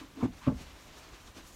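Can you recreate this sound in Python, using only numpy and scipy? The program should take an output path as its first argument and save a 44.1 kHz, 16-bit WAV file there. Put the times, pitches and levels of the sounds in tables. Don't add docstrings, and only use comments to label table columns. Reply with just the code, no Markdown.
import sys
import numpy as np
from scipy import signal
from scipy.fft import rfft, irfft, next_fast_len
from scipy.io import wavfile
from scipy.ndimage import uniform_filter1d, map_coordinates

SR = 44100
rng = np.random.default_rng(int(sys.argv[2]) if len(sys.argv) > 2 else 0)


def output_pcm(signal):
    pcm = np.clip(np.atleast_2d(signal).T, -1, 1) * 32767
    wavfile.write(sys.argv[1], SR, np.round(pcm).astype(np.int16))


def gain_from_db(level_db):
    decades = np.asarray(level_db, float) / 20
    return 10 ** decades


N = 68355

# t/s, box level/dB, wall level/dB, ceiling level/dB, contact/ms
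CONTACTS = [(0.2269, -62, -24.5, -77, 0.41), (0.2308, -16.5, -27.5, -77, 1.06),
            (0.2405, -23.5, -24, -79, 1.36), (0.2571, -35, -33.5, -75, 0.48), (0.283, -37.5, -49, -78, 2.5),
            (0.467, -31.5, -68, -38.5, 0.38), (0.4731, -13.5, -63, -17, 1.47),
            (0.4807, -25, -40, -32.5, 0.37), (0.4955, -22.5, -62, -29.5, 1.07),
            (.518, -26.5, -79, -32, 1.35), (0.533, -47, -66, -35, 1.44), (0.604, -45.5, -78, -42, 2.1)]
# f/Hz, level/dB, t60/s
BOX_MODES = [(109, -13.5, 0.059), (250, 0, .14), (860.6, -20, 0.15), (1010, -16.5, 0.034), (1340, -17, .05)]
WALL_MODES = [(43.6, -34, 0.23), (176, -4.5, 0.23), (236, -11, 0.02), (310.5, 0.5, 0.048),
              (398, -13, 0.027), (673, -8.5, 0.04), (828, -6.5, 0.021), (950, -4, 0.013), (1105, -30, 0.11),
              (2230, -14, 0.047)]
CEILING_MODES = [(71.1, -9.5, 0.38), (151, 1.5, 0.046), (185.6, 1, 0.072), (384, -12, 0.077),
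                 (578, -2.5, 0.058), (687, -4, 0.017), (1046, -7.5, 0.067), (1150, 0, .04),
                 (1320, -15.5, 0.082), (1556, -10, 0.17)]
# f/Hz, level/dB
CRACK_SPECTRUM = [(200, -18), (500, -10), (1000, -21), (1700, -19.5), (2600, -43), (8000, -45),
                  (15000, -60)]
# t/s, shudder level/dB, rasp level/dB
SLIDE_MOTION = [(0, -61.5, -53.5), (.05, -63, -66), (.075, -78, -66.5), (.145, -63, -77), (.17, -47.5, -59),
                (.2, -45.5, -59), (.215, -45, -50), (.225, -66, -53), (.25, -26, -46), (.265, -67, -53.5),
                (.28, -49.5, -84), (.39, -75, -84), (.41, -78, -60.5), (.44, -76, -50), (.462, -72, -50),
                (.475, -65, -46.5), (.51, -51, -63), (.56, -75, -69)]
# f/Hz, level/dB
RASP_SPECTRUM = [(300, -54), (600, -28), (1020, 2), (1400, -6), (2000, -10), (2900, -12), (4500, -20),
                 (9000, -29), (14000, -53)]
# f/Hz, level/dB, t60/s
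PRESSED_BOX_MODES = [(268, 0, .09), (320, -2, .06), (440, -11, .04), (720, -15, .04)]
# t/s, level/dB
LIGHT_TAPS = [(.011, -40), (0.034, -41.5), (.047, -55.5), (1.364, -43), (1.382, -55), (1.398, -48.5)]
# f/Hz, t60/s
CABIN_DECAY = [(100, .18), (500, .13), (3000, .09)]
# t/s, level/dB, tilt (treble over middle)/dB
JACKET_MOTION = [(0, -53, -2.5), (.04, -60, -5), (.09, -63, -4.5), (.2, -60.5, -4), (.235, -58, 15),
                 (.27, -71, -24), (.34, -60, -2), (.44, -58.5, 4), (.51, -64.5, -5), (.575, -57, 1),
                 (.595, -52.5, -1), (.62, -50.5, 2), (.655, -58, -3), (.8, -57.5, -3), (.82, -56.5, 3.5),
                 (.88, -56, 0), (.9, -60, -6.5), (.96, -57.5, -4), (.99, -52, 4.5), (1.018, -57.5, -1),
                 (1.048, -55, -4.5), (1.12, -60, -3), (1.155, -56.5, -5), (1.24, -57.5, 1.5),
                 (1.28, -54.5, 0.5), (1.33, -60.5, 0.5), (1.358, -54, -1), (1.376, -51.5, -1),
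                 (1.424, -60, -4.5), (1.476, -52.5, 11), (1.514, -57.5, 8), (1.55, -56, 9)]
# f/Hz, level/dB
CLOTH_SPECTRUM = [(150, -28.5), (300, -2.5), (600, -6.5), (900, -6.5), (1400, -8), (2200, -9.5),
                  (5800, -12.5), (15500, -24.5)]
# t/s, level/dB
RUMBLE_LEVEL = [(0, -50), (.09, -58), (.17, -67), (.25, -42), (.37, -48.5), (.41, -55), (.5, -35),
                (.62, -52.5), (.66, -53.5), (.85, -52.5), (.93, -54.5), (1.02, -55), (1.07, -56),
                (1.12, -49.5), (1.2, -64), (1.28, -50), (1.33, -74), (1.375, -44), (1.42, -64),
                (1.447, -45.5), (1.48, -70), (1.55, -45)]
# f/Hz, level/dB
RUMBLE_SPECTRUM = [(12, -25), (20, 5.5), (49, 8.5), (81, -2), (113, -20), (250, -13.5), (320, -58),
                   (550, -120)]
# f/Hz, level/dB
AIR_SPECTRUM = [(47, -7), (80, -2.5), (328, -16.5), (446, -39), (532, -18), (607, -16.5), (678, -21.5),
                (1100, -29), (1180, -18.5), (1280, -27), (3030, -31), (15500, -30.5)]
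# f/Hz, level/dB
MIC_COLOUR = [(4000, 1.5), (4900, -1), (5600, 0.5), (7000, 1), (8300, -2.5), (9400, -2), (10300, -5.5),
              (11300, -2.5), (14500, -5), (15600, -5)]

MODE_SCATTER_DB = 1
CRACK_DB, CRACK_T60_S = -13.5, 0.087
SLIPS_PER_S, SLIP_SPREAD_DB = 2500, 3
TAP_WIDTH_S = 0.000625
CABIN_DB, AIR_DB = -13, -59
CLOTH_SPLIT_HZ = 6600
MIC_LOW_HZ = 42.3


def unit(x):
    return x / np.sqrt(np.mean(x ** 2) + 1e-20)


def along(points, hz):
    f, v = np.transpose(points)
    return np.interp(np.log(hz + 1), np.log(f + 1), v)


def curves(rows):
    s, *columns = np.transpose(rows)
    return [np.interp(np.arange(N) / SR, s, column) for column in columns]


def wobble(rate):
    knots = rng.standard_normal(int(N * 200 / SR) + 4)
    return map_coordinates(knots, [np.arange(N) * rate / SR])


def filtered(x, response):
    size = next_fast_len(N + SR // 2)
    hz = np.fft.rfftfreq(size, 1 / SR)
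    return irfft(rfft(x, size) * response(hz), size)[:N]


def coloured(x, spectrum):
    return unit(filtered(x, lambda hz: gain_from_db(along(spectrum, hz))))


def patchy(patchy_db):
    z = signal.stft(rng.standard_normal(N + 512), nperseg=256)[2]
    field = uniform_filter1d(rng.standard_normal(z.shape), size=5, axis=0)
    field = uniform_filter1d(field, size=8, axis=1)
    return signal.istft(z * gain_from_db(patchy_db * unit(field)), nperseg=256)[1][:N]


def ring(modes, scatter_db):
    t = np.arange(SR // 2) / SR
    answer = np.zeros(len(t))
    for k, ((hz, db, t60), scatter) in enumerate(zip(modes, scatter_db)):
        decay = gain_from_db(db + scatter - 60 * t / t60)
        answer += (-1) ** k * decay * np.sin(2 * np.pi * hz * t)
    return answer


def knocks():
    out, t = np.zeros(N + SR), np.arange(SR // 2) / SR
    bodies = (BOX_MODES, WALL_MODES, CEILING_MODES)
    scatter_db = MODE_SCATTER_DB * rng.standard_normal((len(CONTACTS), 3, len(WALL_MODES)))
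    for (s, *levels_db, contact_ms), scatter in zip(CONTACTS, scatter_db):
        u = t[:SR // 50] / (contact_ms / 4000)
        push = u ** 3 * np.exp(-1.5 * u)
        body = sum(gain_from_db(db) * ring(modes, row) for db, modes, row in zip(levels_db, bodies, scatter))
        crack = coloured(rng.standard_normal(N), CRACK_SPECTRUM)[:len(t)]
        crack *= gain_from_db(max(levels_db) + CRACK_DB - 60 * t / CRACK_T60_S)
        crack *= 1 - np.exp(-t / 0.0018)
        hit = signal.fftconvolve(body + crack, push / push.sum())
        out[round(s * SR):][:len(hit)] += hit
    return out[:N]


def slips():
    size = rng.standard_normal(N) * gain_from_db(SLIP_SPREAD_DB * rng.standard_normal(N))
    gate = np.clip((SLIPS_PER_S / SR - rng.random(N)) * SR / 50, 0, 1)
    return unit(size * gate)


def slide():
    shudder_db, rasp_db = curves(SLIDE_MOTION)
    body = ring(PRESSED_BOX_MODES, np.zeros(len(PRESSED_BOX_MODES)))
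    shudder = signal.fftconvolve(slips() * gain_from_db(shudder_db), body / np.linalg.norm(body))[:N]
    rasp = coloured(patchy(patchy_db=2) + 0.45 * slips(), RASP_SPECTRUM)
    return shudder + rasp * gain_from_db(rasp_db + 0.5 * wobble(40))


def taps():
    blows = np.zeros(N)
    for s, db in LIGHT_TAPS:
        blows[round(s * SR)] = -gain_from_db(db)
    t = np.arange(SR // 100) / SR
    push = np.exp(-((t - 0.003) / TAP_WIDTH_S) ** 2)
    body = ring(PRESSED_BOX_MODES, np.zeros(len(PRESSED_BOX_MODES)))
    touch = signal.fftconvolve(body, push / push.sum())
    return signal.fftconvolve(blows, touch)[130:N + 130]


def cabin(x):
    hz, t, z = signal.stft(rng.standard_normal(SR // 2), SR, nperseg=512)
    decay = gain_from_db(-60 * t / along(CABIN_DECAY, hz)[:, None])
    tail = signal.istft(z * decay, SR, nperseg=512)[1]
    delayed = np.pad(x, (200, 0))
    return signal.fftconvolve(delayed, tail / np.linalg.norm(tail))[:N]


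def jacket():
    level_db, tilt_db = curves(JACKET_MOTION)
    cloth = coloured(patchy(patchy_db=1.0), CLOTH_SPECTRUM)
    middle = filtered(cloth, lambda hz: 1 / (1 + (hz / CLOTH_SPLIT_HZ) ** 4))
    treble = cloth - middle
    rustle = middle * gain_from_db(-tilt_db / 2 + 0.66 * wobble(24.26))
    rustle += treble * gain_from_db(tilt_db / 2 + 0.52 * wobble(23.64))
    return rustle * gain_from_db(level_db + 1.12 * wobble(44.82))


def rumble():
    level_db, = curves(RUMBLE_LEVEL)
    return coloured(rng.standard_normal(N), RUMBLE_SPECTRUM) * gain_from_db(level_db + 1.5 * wobble(14))


def air():
    return coloured(patchy(patchy_db=0.43), AIR_SPECTRUM) * gain_from_db(AIR_DB)


def scene():
    wood = knocks() + taps() + slide()
    room = gain_from_db(CABIN_DB) * cabin(wood)
    return (wood + room + jacket() + rumble() + air())[None]


def roll_off(x):
    return signal.sosfilt(signal.butter(12, 15610, fs=SR, output="sos"), x)


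def record(dry):
    def microphone(hz):
        low_cut = (1j * hz / (MIC_LOW_HZ + 1j * hz)) ** 2
        return gain_from_db(along(MIC_COLOUR, hz)) * low_cut

    mix = filtered(dry[0], microphone)[None]
    return roll_off(mix)


dry = scene()
out = record(dry)
output_pcm(out)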